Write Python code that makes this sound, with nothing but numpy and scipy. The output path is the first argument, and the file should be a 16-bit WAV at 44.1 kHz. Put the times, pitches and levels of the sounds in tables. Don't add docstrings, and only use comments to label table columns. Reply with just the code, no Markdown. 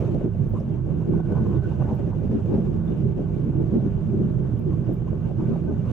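import sys
import numpy as np
from scipy import signal
from scipy.fft import rfft, irfft, next_fast_len
from scipy.io import wavfile
from scipy.ndimage import uniform_filter1d, minimum_filter1d

SR = 44100
rng = np.random.default_rng(int(sys.argv[2]) if len(sys.argv) > 2 else 0)


def file_out(sig):
    cols = np.atleast_2d(sig).T
    lim = np.clip(cols, -1, 1)
    pcm = np.round(lim * 32767).astype(np.int16)
    wavfile.write(sys.argv[1], SR, pcm)


N = 261068
PADDED = next_fast_len(N, True)
T, HZ = np.arange(N) / SR, np.fft.rfftfreq(PADDED, 1 / SR)


def amp(db):
    return 10 ** (np.asarray(db) / 20)


def unit(x):
    return x / np.sqrt(np.mean(x ** 2) + 1e-20)


def read(points):
    hz, value = np.transpose(points)
    return np.interp(np.log(HZ + 1), np.log(hz + 1), value)


def resonances(modes):
    power = 0
    for hz, width_hz, db in modes:
        offset = (HZ - hz) / (0.47 * width_hz)
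        power = power + amp(db) ** 2 / (1 + offset ** 2) ** 2
    return np.sqrt(power)


def below(x, hz):
    size = next_fast_len(N + SR // 10, True)
    lowpass = 1 / (1 + (np.fft.rfftfreq(size, 1 / SR) / hz) ** 6)
    return irfft(rfft(x, size) * lowpass, size)[..., :N]


def wander(rate_hz, size=32768):
    hz = np.fft.rfftfreq(size, N / SR / size)
    slow = irfft(rfft(rng.standard_normal(size)) / (1 + (hz / rate_hz) ** 6))
    return unit(np.interp(T, np.linspace(0, N / SR, size), slow))


def swell(centre_s, half_s):
    out = np.zeros(N)
    near = slice(*np.searchsorted(T, [centre_s - 4 * half_s, centre_s + 4 * half_s]))
    out[near] = np.exp(-((T[near] - centre_s) / half_s) ** 2)
    return out


def panned(pan_db):
    return amp([[pan_db / 2], [-pan_db / 2]])


def grains(per_s, spread_db):
    size = amp(spread_db * np.minimum(rng.exponential(1, (2, N)), 4))
    sign = rng.choice([-1, 1], (2, N))
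    struck = rng.random((2, N)) < per_s / SR
    return unit(size * sign * struck)


def patchy(x, depth_db, size=14, order=4, count=512):
    frames = dict(nperseg=count, noverlap=count - count // 4)
    z = signal.stft(x, **frames)[2]
    field = uniform_filter1d(rng.standard_normal(z.shape[1:]), order, 0)
    field = unit(uniform_filter1d(field, size, 1))
    return signal.istft(z * amp(depth_db * field), **frames)[1][:, :N]


def steady(x, size):
    power = uniform_filter1d(uniform_filter1d(x.mean(0) ** 2, size), size)
    return x / np.sqrt(np.abs(power) + 1e-9)


# pitch_hz, likeness (0-1)
PORT_LIKENESS = [(50, .99), (110, .94), (195, .91), (260, .68), (350, .8), (450, .45), (620, .6),
                 (1100, .48), (1550, .55), (2000, .08), (4300, .03), (6200, .3), (14000, .25)]
# pitch_hz, left_minus_right_db
PORT_BALANCE = [(25, -4), (50, -8), (125, -8.5), (170, -9), (215, 4.5), (250, -6), (370, 6.5), (480, -1),
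                (620, 2), (800, 0.5), (1350, -0.5), (2200, 0.3), (15000, -0.5)]
# pitch_hz, left_lead_rad
PORT_LEAD = [(40, 0.9), (90, -0.71), (125, -0.065), (175, -0.31), (220, -0.17), (275, 0.9), (345, -1.39),
             (420, 1), (550, -0.18), (1500, -0.16)]


def inside(drive, colour, ripple_db=2.5, ripple_s=0.02):
    right, other = rfft(drive, PADDED) * colour
    same = np.clip(read(PORT_LIKENESS), 0, 1)
    left = (same * right + np.sqrt(1 - same ** 2) * other) * np.exp(1j * read(PORT_LEAD))
    lean = amp(read(PORT_BALANCE) / 2)
    echoes = rng.standard_normal((2, N)) * np.exp(-T / ripple_s)
    comb = unit(rfft(echoes, PADDED).real) * np.clip(HZ / 1000 - .5, 0, 1)
    pair = irfft(np.array([left * lean, right / lean]) * amp(ripple_db * comb), PADDED)[:, :N]
    return pair / np.std(pair.mean(0))


# time_s, level_db (before the crunch's own gain)
CRUST_LEVELS = [(0, -41.5), (0.25, -43), (0.42, -44.5), (0.72, -49), (1.35, -44.5), (1.62, -43.5),
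                (1.9, -43.5), (2.1, -45), (2.3, -44.5), (2.55, -44.5), (2.75, -45.5), (3.7, -46),
                (4.5, -47), (5.2, -45.5), (5.5, -44), (5.8, -48), (5.92, -41)]
USUAL_CRUST_DB = -45.5


def crustiness():
    return np.interp(T, *np.transpose(CRUST_LEVELS)) - USUAL_CRUST_DB


# start_s, length_s, drumming_db, crunch_db (before each layer's gain)
RUTTED_STRETCHES = [(0.084, 0.1, -28, -60), (0.244, 0.029, -23.5, -56.5), (0.878, 0.032, -40.5, -37),
                    (1.082, 0.11, -25, -40.5), (1.297, 0.035, -26.5, -34.5), (1.397, 0.036, -25, -48),
                    (1.452, 0.12, -27, -53), (1.911, 0.025, -25, -31.5), (2.236, 0.019, -29.5, -52),
                    (2.312, 0.065, -23, -53), (2.5, 0.1, -23.5, -38), (2.635, 0.15, -32.5, -59.5),
                    (2.88, 0.045, -28.5, -52), (3.02, 0.048, -25, -56), (3.182, 0.03, -27, -35),
                    (3.463, 0.035, -26.5, -51), (3.559, 0.077, -26, -41.5), (3.735, 0.038, -17, -43),
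                    (3.83, 0.057, -23, -51.5), (4.088, 0.2, -25, -53), (4.66, 0.072, -30.5, -60),
                    (4.884, 0.035, -28, -46), (5.402, 0.037, -26, -57), (5.493, 0.039, -22, -43),
                    (5.67, 0.061, -26.5, -38.5)]
RUT_EDGE_S = 0.024


def rutting():
    drum, crush = np.zeros((2, N))
    for start_s, length_s, drum_db, crunch_db in RUTTED_STRETCHES:
        from_middle = np.abs(T - start_s - length_s / 2)
        outside = np.maximum(from_middle - length_s / 2 + RUT_EDGE_S / 2, 0)
        contact = np.exp(-(outside / RUT_EDGE_S) ** 2)
        drum += amp(drum_db) * contact
        crush += amp(crunch_db) * contact
    return drum, crush


# centre_s, dip_db (each layer takes its own share), half_s
SLICK_SPOTS = [(0.3, -6.5, 0.1), (0.511, -2, 0.022), (0.825, -6, 0.031), (1.228, -7.5, 0.021),
               (1.608, -8.5, 0.017), (1.773, -2.5, 0.013), (2.13, -10, 0.01), (2.218, -3.5, 0.034),
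               (2.445, -1, 0.0091), (2.825, -3, 0.015), (3.144, -4.5, 0.02), (3.26, -2.5, 0.039),
               (3.516, -3.5, 0.014), (4.642, -3.5, 0.023), (5.022, -3.5, 0.088), (5.209, -3, 0.053),
               (5.339, -5, 0.03)]


def slickness():
    return sum(db * swell(centre_s, half_s) for centre_s, db, half_s in SLICK_SPOTS)


# centre_s, boom_gain_db
BODY_HEAVES = [(0.147, 6.5), (0.211, -9), (0.262, 2.5), (0.406, 6), (0.62, -4.5), (1.14, 4.5), (1.369, 5),
               (1.58, 5), (1.85, 6), (1.98, -3), (2.36, -3), (2.6, 2), (3.066, 8.5), (3.17, -5.5),
               (3.56, 5.5), (3.641, 1.5), (3.77, -1.5), (4.38, 5), (4.719, 3.5), (5.07, -1), (5.69, -8.5)]
HEAVE_S = 0.037
# pitch_hz, width_hz, level_db (relative)
CABIN_MODES = [(45, 23, -11.5), (66.5, 9.1, -16), (90.8, 25, -5), (103, 9.4, -8.5), (117.9, 13, -1),
               (133.8, 65, 0.5), (165.8, 15, 2)]


def boom(slick_db, gain_db=-26.0, surge_db=0.5, surge_hz=8, slick_share=0.38, patch_db=3.0,
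         sway_db=-35.5, split_hz=68):
    ring = inside(rng.standard_normal((2, N)), resonances(CABIN_MODES))
    ring = patchy(ring, patch_db, size=8, order=2, count=4096)
    sway = below(ring, split_hz)
    heave_db = sum(db * swell(centre_s, HEAVE_S) for centre_s, db in BODY_HEAVES)
    shake_db = surge_db * wander(surge_hz) + slick_share * slick_db + heave_db
    upper = amp(gain_db + shake_db) * steady(ring - sway, size=3400)
    return upper + amp(sway_db) * steady(sway, size=9000)


# pitch_hz, width_hz, level_db (relative)
TYRE_MODES = [(196.2, 16, 2), (222.6, 13, 1.6), (231, 140, -10), (287, 31, -10.5), (318.6, 36, -6),
              (346.9, 28, -4.5), (393.6, 42, -7.5), (451, 110, -22)]


def drumming(slick_db, ruts, gain_db=-32.5, ruts_db=-0.53, slick_share=1.0, lumps_per_s=900,
             flutter_db=1.07, patch_db=3):
    beat = inside(grains(lumps_per_s, 3.4), resonances(TYRE_MODES))
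    beat = steady(patchy(beat, patch_db, size=6, order=3, count=2048), size=1800)
    force = np.hypot(amp(gain_db + slick_share * slick_db), amp(ruts_db) * ruts)
    return force * beat * amp(flutter_db * wander(23))


# pitch_hz, width_hz, level_db (relative)
PANEL_MODES = [(492, 76, -2), (584, 83, -7), (640, 310, -11), (800, 11, -12), (897.5, 43, -12),
               (1025, 54, -21), (1150, 230, -20)]
# pitch_hz, level_db (relative)
CRUNCH_SPECTRUM = [(260, -27.5), (430, 1.5), (603, -7), (707, -13), (902, -14.5), (1310, -26),
                   (1490, -16.5), (1680, -25.5), (2080, -35.5), (3520, -120)]


def crunch(crust_db, ruts, judder, gain_db=-0.44, ruts_db=-3, broad_db=-10, crystals_per_s=3500,
           judder_db=0.5, patch_db=1.0, fine_db=-43, follow=0.56, split_hz=900):
    colour = resonances(PANEL_MODES) + amp(broad_db + read(CRUNCH_SPECTRUM))
    crust = steady(patchy(inside(grains(crystals_per_s, 2.5), colour), patch_db), size=2000)
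    coarse = below(crust, split_hz)
    force = np.hypot(amp(USUAL_CRUST_DB + crust_db), amp(ruts_db) * ruts)
    fine = (crust - coarse) * amp(fine_db + follow * crust_db)
    return amp(gain_db + judder_db * judder) * (force * coarse + fine)


# pitch_hz, level_db (relative)
HISS_SPECTRUM = [(1000, -29), (1700, -2), (2000, -5), (2420, -4), (2800, -3.5), (3250, -8.5), (3650, -10.5),
                 (4050, -16), (5060, -16), (5500, -19), (6140, -14.5), (7190, -20.5), (8000, -22.5),
                 (9930, -25.5), (13200, -29), (15500, -30.5)]


def spray(crust_db, slick_db, judder, gain_db=-65.0, follow=0.88, most_db=4, slick_share=0.81,
          burst_db=1.4, gritty_hz=1000, air_db=-2, grit_db=-4, grit_per_s=3000, judder_db=0.5, patch_db=1.7):
    air = amp(air_db) * rng.standard_normal((2, N))
    grit = amp(grit_db) * grains(grit_per_s, 3.6)
    drive = patchy(air + grit, patch_db, size=9, order=7)
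    bursts = sum(min(hz / gritty_hz, 1) ** 2 * swell(centre_s, half_s)
                 for centre_s, _, hz, half_s in CRUST_PATCHES)
    thrown_db = follow * np.minimum(crust_db, most_db) + slick_share * slick_db
    thrown_db = thrown_db + burst_db * bursts + judder_db * judder
    return inside(drive, amp(read(HISS_SPECTRUM))) * amp(gain_db + thrown_db)


# pitch_hz, level_db (rms, before panning)
SWITCHING_TONES = [(6917, -99), (7293, -90.5), (8053, -101)]


def inverter(drift_hz=3, pan_db=-3):
    drift = drift_hz * wander(4)
    tones = sum(amp(db) * unit(np.sin(2 * np.pi * np.cumsum(hz + drift) / SR)) for hz, db in SWITCHING_TONES)
    return tones * panned(pan_db)


# centre_s, level_db (before the layer's gain), pitch_hz, half_s
CRUST_PATCHES = [(0.023, -33, 509, 0.057), (0.042, -53, 1252, 0.04), (0.21, -43.5, 618, 0.027),
                 (0.245, -37.5, 498, 0.03), (0.352, -41.5, 560, 0.014), (0.566, -42, 1050, 0.021),
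                 (0.614, -39.5, 556, 0.017), (1.019, -47, 970, 0.017), (1.106, -37.5, 444, 0.022),
                 (1.139, -42, 900, 0.011), (1.201, -36.5, 822, 0.0057), (1.32, -48, 555, 0.0088),
                 (1.371, -39.5, 955, 0.026), (1.376, -35, 562, 0.0083), (1.466, -43.5, 1040, 0.014),
                 (1.472, -42, 560, 0.011), (1.526, -46.5, 1018, 0.046), (1.722, -41, 900, 0.0068),
                 (1.817, -34.5, 594, 0.022), (1.819, -43, 990, 0.019), (1.902, -39, 859, 0.043),
                 (2, -39.5, 554, 0.0089), (2.132, -42, 890, 0.014), (2.228, -40.5, 498, 0.018),
                 (2.325, -32, 382.5, 0.038), (2.497, -44, 827, 0.011), (2.55, -26, 348.6, 0.016),
                 (2.564, -44, 560, .055), (3.746, -27, 385, 0.014), (3.782, -41.5, 591, 0.055),
                 (4.728, -49.5, 1074, 0.027), (4.898, -45.5, 614, 0.038), (5.083, -45, 1020, 0.0083),
                 (5.311, -39, 624, 0.015), (5.407, -42, 958, 0.013), (5.54, -48, 1043, 0.0088),
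                 (5.561, -36, 664, 0.005), (5.878, -49, 1130, 0.034)]
CRACK_S = 0.0013


def scrunches(gain_db=-2, cracks_per_s=1200, own_db=-5, roar_db=-7, roar_hz=440):
    age = T[:2048] / CRACK_S
    crack = (age * np.exp(-age))[None]
    runs = [signal.oaconvolve(grains(cracks_per_s, 1.3), crack, axes=1)[:, :N] for _ in range(3)]
    common, left, right = (unit(a) + 1j * unit(b) for a, b in runs)
    rattle = common + amp(own_db) * np.array([left, right])
    power = uniform_filter1d(np.abs(rattle.mean(0)) ** 2, size=1100)
    rattle = rattle / np.sqrt(np.abs(power) / 2 + 1e-9)
    out = np.zeros((2, N))
    for centre_s, db, hz, half_s in CRUST_PATCHES:
        shape = swell(centre_s, half_s)
        near = shape > 0
        pitch = np.exp(2j * np.pi * hz * T[near])
        roar = np.exp(2j * np.pi * (roar_hz * T[near] + rng.random()))
        ring = pitch + amp(roar_db) * roar
        out[:, near] += amp(gain_db + db) * shape[near] * (rattle[:, near] * ring).real
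    return out


# start_s, level_db (relative)
SNOW_RIDGES = [(0.146, -10), (0.211, -18.5), (0.534, -19.5), (0.702, -25.5), (1.106, -28), (1.323, -15),
               (1.373, -18.5), (1.402, -23.5), (1.524, -19), (1.804, -24), (1.846, -15), (1.994, -17.5),
               (2.073, -17.5), (2.16, -22), (2.239, -18.5), (2.459, -16.5), (2.536, -14), (2.911, -22.5),
               (3.185, -26), (3.721, -20), (4.206, -21.5), (4.888, -16), (5.128, -19)]


def thumps(gain_db=-11.0, decay_s=0.0095, knock_db=-11, dull_hz=900):
    push = np.zeros(N)
    for start_s, db in SNOW_RIDGES:
        age = np.maximum(T - start_s, 0) / decay_s
        push += amp(db) * 2 * np.sqrt(age) * np.exp(-age)
    colour = resonances(TYRE_MODES) + amp(knock_db) * resonances(PANEL_MODES)
    thud = below(inside(rng.standard_normal((2, N)), colour), dull_hz)
    return amp(gain_db) * push * steady(thud, size=500)


# start_s, level_db, pitch_hz, width_hz, rise_s, decay_s, left_minus_right_db
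TRIM_TICKS = [(0.491, -65, 14300, 3200, 0.0011, 0.013, 17), (0.555, -73.5, 7500, 7000, .02, .045, -6.5),
              (0.598, -66, 5330, 900, 0.0037, 0.01, -5), (1.944, -63, 13000, 2400, .003, .013, -2),
              (2.868, -66.5, 3570, 128, 0.016, .028, -9.5), (4.589, -61.5, 12900, 4200, 0.0025, 0.0082, 4),
              (4.929, -61, 13500, 4100, 0.0079, 0.012, 8)]


def trim(size=16):
    out = np.zeros((2, N))
    for start_s, db, hz, width_hz, rise_s, decay_s, pan_db in TRIM_TICKS:
        colour = resonances([(hz, width_hz, 0)])[::size]
        fizz = unit(irfft(colour * np.exp(2j * np.pi * rng.random((2, len(colour))))))
        age, first = T[:fizz.shape[1]], round(start_s * SR)
        shape = np.clip(age / rise_s, 0, 1) * np.exp(-np.maximum(age - rise_s, 0) / decay_s)
        out[:, first:first + len(age)] += amp(db) * shape * fizz * panned(pan_db)
    return out


# centre_s, level_db (before the tone and fuzz gains), half_s
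TREAD_SONGS = [(1.165, -56, 0.039), (1.353, -58, 0.076), (1.555, -63.5, 0.52), (1.646, -48.5, 0.022),
               (1.844, -52.5, 0.026), (5.718, -56.5, 0.045)]


def singing(hz=1490, waver_hz=22, width_hz=120, fuzz_db=-6, tone_db=-3.0, flutter_db=5.5, pan_db=-6,
            rest_db=-78):
    phase = 2 * np.pi * np.cumsum(hz + waver_hz * wander(25)) / SR
    tone = unit(np.sin(phase) * amp(flutter_db * wander(30)))
    fuzz = inside(rng.standard_normal((2, N)), resonances([(hz, width_hz, 0)]))
    loud = amp(rest_db) + sum(amp(db) * swell(centre_s, half_s) for centre_s, db, half_s in TREAD_SONGS)
    return loud * (amp(tone_db) * tone + amp(fuzz_db) * fuzz) * panned(pan_db)


def scene():
    crust_db, slick_db, judder = crustiness(), slickness(), wander(21)
    drum, crush = rutting()
    tyres = drumming(slick_db, drum) + thumps() + singing()
    snow = crunch(crust_db + slick_db, crush, judder) + spray(crust_db, slick_db, judder) + scrunches()
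    return boom(slick_db) + tyres + snow + inverter() + trim()


def limited(x, ceiling_db, size=400):
    over = np.maximum(np.abs(x).max(0) / amp(ceiling_db), 1)
    gain = minimum_filter1d(1 / over, 2 * size)
    return x * uniform_filter1d(uniform_filter1d(gain, size), size)


def record(dry, low_cut_hz=27, ceiling_db=-10.0, edge_hz=15700):
    ends = np.sin(np.pi / 2 * np.clip(np.minimum(T, T[-1] - T) / .003, 0, 1)) ** 2
    thinned = limited(dry - below(dry, low_cut_hz), ceiling_db) * ends
    lowpass = signal.firwin(511, edge_hz, window=("kaiser", 9), fs=SR)
    return signal.oaconvolve(thinned, lowpass[None], "same")


dry = scene()
out = record(dry)
file_out(out)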